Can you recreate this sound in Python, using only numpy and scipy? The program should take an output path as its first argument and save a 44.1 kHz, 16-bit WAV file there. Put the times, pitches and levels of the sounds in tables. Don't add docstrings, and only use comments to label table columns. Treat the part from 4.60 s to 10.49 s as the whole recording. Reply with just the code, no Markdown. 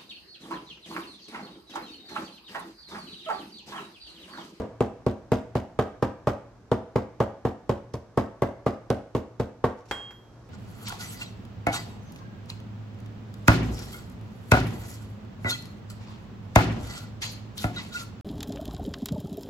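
import sys
import numpy as np
from scipy import signal
from scipy.fft import rfft, irfft, next_fast_len
from scipy.io import wavfile
from scipy.ndimage import uniform_filter1d

SR = 44100
rng = np.random.default_rng(int(sys.argv[2]) if len(sys.argv) > 2 else 0)


def volts_from_decibels(level):
    exponent = np.asarray(level, float) / 20
    return 10 ** exponent


def file_out(sig):
    cols = np.atleast_2d(sig).T
    lim = np.clip(cols, -1, 1)
    pcm = np.round(lim * 32767).astype(np.int16)
    wavfile.write(sys.argv[1], SR, pcm)


N = 259772
LEAD = 4096
SIZE = next_fast_len(N + LEAD + SR // 2, real=True)
HZ = np.arange(SIZE // 2 + 1) * SR / SIZE
STEREO = np.array([[1], [-1]])


def read(table, hz, column=1):
    table = np.array(table, float)
    return np.interp(np.log(np.maximum(hz, 1)), np.log(table[:, 0]), table[:, column])


def colour(x, table):
    gain = volts_from_decibels(read(table, np.fft.rfftfreq(x.shape[-1], 1 / SR)))
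    y = irfft(rfft(x) * gain, x.shape[-1])
    return y * np.std(x) / np.std(y)


def fade(t, t60):
    return (t >= 0) * np.exp(-np.log(1000) * np.maximum(t, 0) / t60)


def ring(modes, t):
    hz, db, t60 = np.array(modes, float)[:, :3].T[:, :, None]
    return volts_from_decibels(db) * fade(t, t60) * np.sin(2 * np.pi * hz * t)


def add(track, s, sound):
    i = LEAD + int(round(s * SR))
    track[..., i:i + sound.shape[-1]] += sound[..., :track.shape[-1] - i]


def pair(count):
    # (frequency [Hz], correlation [0..1])
    likeness = [(60, 0.99), (290, 0.89), (640, 0.82), (1400, 0.59), (3100, 0.042), (16000, 0.0088)]
    c = np.clip(read(likeness, np.fft.rfftfreq(count, 1 / SR)), 0, 1)
    mid, side = rfft(rng.standard_normal((2, count)))
    return (np.sqrt(1 + c) * mid + np.sqrt(1 - c) * side * STEREO) / np.sqrt(2)


def grit(count, spread_db):
    grains = np.repeat(rng.exponential(size=count // 32 + 1), 32)[:count]
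    lumps = uniform_filter1d(grains, size=24)
    noise = 0.9 * rng.standard_normal(count) + rng.standard_normal((2, count))
    x = noise * volts_from_decibels(spread_db * np.minimum(lumps, 3))
    return x / np.std(x)


def background():
    # (frequency [Hz], density [dB per Hz])
    air_tone = [(25, -25), (40, 3), (60, 4.5), (150, 1.5), (300, 1), (600, -6), (1000, -10.5), (1700, -16),
                (2000, -21.5), (3000, -26.5), (6000, -26.5), (9000, -38.5), (13000, -44), (16400, -48)]
    # (time [s], level [dB])
    air_swell = [
        (0, -52.5),
        (2, -54),
        (5.3, -54),
        (5.6, -52.5),
        (5.75, -51),
        (5.89, -50.5),
    ]
    fridge_hz, fridge_width_hz, fridge_db = 115.1, 7.4, -56
    t = (np.arange(SIZE) - LEAD) / SR
    air = irfft(pair(SIZE) * volts_from_decibels(read(air_tone, HZ)), SIZE)
    air = air / np.std(air) * volts_from_decibels(np.interp(t, *np.transpose(air_swell)))
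    hum_band = 1 / (1 + ((HZ - fridge_hz) / fridge_width_hz) ** 4)
    drone = irfft(rfft(rng.standard_normal(SIZE)) * hum_band, SIZE)
    return air + volts_from_decibels(fridge_db) * drone / np.std(drone)


def plate_clatter(t):
    # (frequency [Hz], level [dB])
    plate = [(150, -41), (250, -7), (500, 3), (900, 0), (1400, -5), (2200, -12.5), (3500, -14)]
    # (frequency [Hz], level [dB])
    knock = [(700, -15), (1100, 4.5), (1500, -5.5), (2000, 0), (2800, -14)]
    rattle = irfft(pair(len(t)))
    clatter = colour(rattle, plate) * fade(t, 0.13) * (1 - fade(t, 0.031))
    smack = colour(rattle.mean(axis=0), knock) * fade(t, 0.026) * (1 - fade(t, 0.0042))
    return clatter + volts_from_decibels(-1) * smack


def garlic_crunch(t, crunch_db):
    # (frequency [Hz], level [dB])
    crushing = [(900, -1.5), (1500, 2.5), (2200, -2), (3000, -3), (5000, -9.5), (7500, -14), (10000, -22.5),
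                (13000, -21.5), (16000, -23)]
    burst = 0.29 * fade(t, 0.0077)
    burst = burst + 1.5 * fade(t - .0022, 0.0015)
    burst = burst + fade(t - .002, 0.015)
    burst = burst + volts_from_decibels(-6.5) * fade(t - .004, 0.21)
    return volts_from_decibels(crunch_db + 10.5) * colour(grit(len(t), spread_db=5.0), crushing) * burst


def utensils(out, t):
    # (frequency [Hz], level [dB])
    bowl = [(4955, 0)]
    grater = [(13030, 0), (5949, -6)]
    knife = [(13760, 0), (14150, -3), (10300, -5)]
    # (time [s], level [dB])
    bowl_shaken = [
        (0.7186, -53.5),
        (0.954, -60),
        (1.6716, -59),
        (2.1163, -59.5),
        (2.3579, -58),
        (3.5749, -56),
        (4.0637, -56),
    ]
    grater_shaken = [
        (0.7186, -61),
        (1.6716, -58),
        (2.1163, -67),
        (2.3579, -68),
        (2.6038, -67),
        (3.0946, -69),
        (3.5749, -61),
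        (3.8214, -59),
    ]
    knife_shaken = [
        (0.954, -68),
        (2.8505, -60),
        (3.3405, -65),
        (4.3023, -61),
        (4.5494, -59),
        (4.7989, -64),
        (5.041, -67),
    ]
    late_s, t60_s, reference_hz = .006, .3, 5000
    for tones, shaken in ((bowl, bowl_shaken), (grater, grater_shaken), (knife, knife_shaken)):
        modes = [(hz, db, t60_s * np.sqrt(reference_hz / hz)) for hz, db in tones]
        jingle = ring(modes, t).sum(axis=0)
        for s, db in shaken:
            add(out, s + late_s, volts_from_decibels(db) * jingle)


def pounding():
    # (time [s], level [dB], contact time [ms], crunch level [dB])
    blows = [(-0.04, -8, 0.27, -41), (0.207, -11.5, 0.18, -46), (0.4652, -10.0, 0.29, -45),
             (0.719, -9.5, 0.2, -39.5), (0.9543, -12.5, 0.24, -43.5), (1.1901, -12.5, 0.12, -42.5),
             (1.4258, -13.5, 0.12, -45), (1.672, -12, 0.12, -43.5), (2.1165, -11.5, 0.17, -45.5),
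             (2.3583, -12, 0.17, -46), (2.604, -12.5, 0.13, -43.5), (2.8511, -13.5, 0.17, -46),
             (3.0948, -11.5, 0.24, -44.5), (3.3404, -22.5, 0.23, -56), (3.575, -11.5, 0.15, -43),
             (3.8216, -13, 0.13, -45), (4.064, -14, 0.13, -44.5), (4.3028, -12, 0.23, -44),
             (4.55, -14, 0.25, -45), (4.799, -14.5, 0.28, -46.5), (5.0413, -13, 0.11, -45)]
    # (frequency [Hz], level [dB], t60 [s], sign of the mode shape under the plate)
    counter = [(49.7, -29, 0.15, 1), (87.3, -28.5, 0.29, -1), (111.9, -12, 0.18, -1),
               (120.3, -11.5, 0.15, -1), (164.6, -17.5, 0.16, 1), (230.7, 0.5, 0.036, 1),
               (258.2, -0.35, 0.047, -1), (312.6, -15, 0.1, -1), (351.4, -20, 0.37, -1),
               (381.2, -9.5, 0.12, -1), (413, -26, 0.49, -1), (484.3, 0.57, 0.044, 1), (562, -26.5, 0.5, 1),
               (605, -4.5, 0.058, 1), (688, -23, 0.29, 1), (701, -3.5, 0.024, -1), (848, -3, 0.017, 1),
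               (915, -7, 0.047, 1), (992, -31, 0.4, 1), (1093.5, -2.5, 0.051, 1), (1085, -12, 0.026, -1),
               (1805, -16, 0.032, -1)]
    # (frequency [Hz], level [dB], t60 [s])
    cupboard = [(210, -21, 0.25), (290.9, -21.5, 0.33), (59, -35, 0.19)]
    usual_blow_db, usual_bass_db, bass_squeeze = -11.5, 0.2, 0.38
    out, spread = np.zeros((2, SIZE)), np.zeros((2, SIZE))
    t = np.arange(16384) / SR
    short = t[:8192]
    hollow = ring(cupboard, t).sum(axis=0) * (1 - fade(t, 0.12))
    hz = np.array(counter)[:, 0]
    sign = np.sign(np.array(counter)[:, 3])
    lean_db = np.where((hz < 200) | (hz > 800), .4, 1.6)
    place = volts_from_decibels(STEREO * lean_db * rng.standard_normal(len(hz)))
    modes = ring(counter, t) * np.where(hz[:, None] > 330, fade(t, 0.75), 1)
    for s, db, contact_ms, crunch_db in blows:
        bass_db = usual_bass_db - bass_squeeze * (db - usual_blow_db)
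        gain = sign * volts_from_decibels((hz < 200) * bass_db + 0.68 * rng.standard_normal(len(hz)))
        body = (gain * place) @ modes + hollow
        clatter = plate_clatter(short)
        pole = np.exp(-1000 / (max(contact_ms, .03) * SR))
        push = [(1 - pole) ** 2], [1, -2 * pole, pole ** 2]
        body = volts_from_decibels(db) * signal.lfilter(*push, body)
        clatter = volts_from_decibels(db) * signal.lfilter(*push, clatter)
        add(out, s, body)
        add(out, s, volts_from_decibels(-1) * clatter)
        add(spread, s, volts_from_decibels(-5.5) * body)
        add(spread, s, clatter)
        crunch = garlic_crunch(short, crunch_db)
        add(out, s - .0022, crunch)
        add(spread, s - .0022, crunch)
    utensils(out, short)
    return out, spread


def kitchen(dry):
    # (frequency [Hz], echo level [dB], t60 [s])
    walls = [(51.4, 9, 0.23), (116, -51, 0.16), (213, -0.5, 0.33), (292, -7.5, 0.39), (417, -7.5, 0.39),
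             (640, -6, 0.46), (1060, -8, 0.4), (1520, -8, 0.51), (2520, -9.5, 0.55), (4100, -12.5, 0.47),
             (7800, -11, 0.44), (15100, -27, 0.165)]
    t = np.arange(32768) / SR
    noise = pair(len(t))
    centres = np.array(walls)[:, 0]
    echo = 0
    for (hz, db, t60), peak in zip(walls, np.eye(len(walls))):
        band = read(np.c_[centres, peak], np.fft.rfftfreq(len(t), 1 / SR))
        shape = fade(t, t60) * (1 - fade(t, 0.094))
        echo = echo + volts_from_decibels(db) * irfft(noise * band) * shape / np.sqrt(np.sum(shape ** 2))
    return irfft(rfft(dry.mean(axis=0)) * rfft(echo, SIZE), SIZE)


def mallet_laid_down():
    # (time [s], level [dB], length [s])
    scuffs = [
        (3.336, -48, 0.0035),
        (5.174, -68, 0.036),
        (5.255, -59, 0.0083),
        (5.285, -57.5, 0.03),
        (5.84, -77, 0.034),
    ]
    # (frequency [Hz], level [dB])
    paper = [(1000, -27), (2500, 4), (4000, 2), (6000, 6), (8000, -5), (13000, -15), (16000, -21)]
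    # (frequency [Hz], level [dB])
    clack_tone = [(150, -30), (400, 4), (900, 0), (1900, -2.5), (2800, -12), (5000, -16.5), (8000, -23.5),
                  (10000, -35), (16000, -30)]
    # (frequency [Hz], level [dB], t60 [s])
    head = [(1082, -12, .8), (1152, -15, .6), (1868, -14, .15), (3241, 0, 1.4), (5130, -17, .14),
            (5400, -25, .3), (6724, -27, .45), (7187, -23, .45), (7741, -25, .4), (8166, -19, .3),
            (10500, -40, .3), (11600, -33, .19), (12270, -34, .29), (13870, -35, .19), (14650, -36, .22)]
    # (frequency [Hz], level [dB], t60 [s])
    handle = [(7192, -14, .4), (12290, -15, .7), (5739, -22, .2)]
    drop_s, ring_db, clack_db = 5.3114, -33.5, -22.5
    rest_s, rest_db, damped_t60_s = 5.508, -56, .9
    out, t = np.zeros((2, SIZE)), np.arange(32768) / SR
    since_rest = t - rest_s + drop_s
    held = np.where(t > rest_s - drop_s, volts_from_decibels(-3.5) * fade(since_rest, damped_t60_s), 1)
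    clack_shape = (fade(t, 0.05) + volts_from_decibels(-16.5) * fade(t, 0.41)) * (1 - fade(t, 0.00097))
    clack = colour(irfft(pair(len(t))), clack_tone) * clack_shape
    lean = volts_from_decibels(STEREO * -1.2)
    ringing = lean * ring(head, t).sum(axis=0) * held
    add(out, drop_s, volts_from_decibels(ring_db) * ringing + volts_from_decibels(clack_db) * clack)
    add(out, rest_s, volts_from_decibels(rest_db) * (ring(handle, t).sum(axis=0) + volts_from_decibels(13) * clack))
    short = t[:4096]
    for s, db, length in scuffs:
        rubbing = np.minimum(fade(short - length, 0.076) + (short < length), 1)
        add(out, s, volts_from_decibels(db) * colour(grit(len(short), spread_db=5.5), paper) * rubbing)
    return out


def scene():
    blows, spread = pounding()
    mallet = mallet_laid_down()
    mix = blows + mallet + kitchen(spread + mallet) + background()
    return mix[:, LEAD:LEAD + N]


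def low_pass(x):
    return signal.sosfilt(signal.butter(12, 16510, fs=SR, output="sos"), x)


def record(dry):
    # (frequency [Hz], level [dB])
    microphone = [(22, -25), (33, -8), (48, -0.5), (15000, 0), (15800, -9), (16500, -34), (22000, -60)]
    # (frequency [Hz], left minus right [dB])
    tilt = [(60, -4), (110, 1), (200, 0.5), (380, -1.5), (700, 0), (1290, -0.5), (2380, -2), (4400, -0.5),
            (8120, -1.5), (15000, -0.5)]
    response = volts_from_decibels(read(microphone, HZ) + STEREO * read(tilt, HZ) / 2)
    earlier_left = np.exp(1j * np.pi * STEREO * HZ / SR)
    mix = irfft(rfft(dry, SIZE) * response * earlier_left, SIZE)[:, :N]
    return low_pass(mix)


dry = scene()
out = record(dry)
file_out(out)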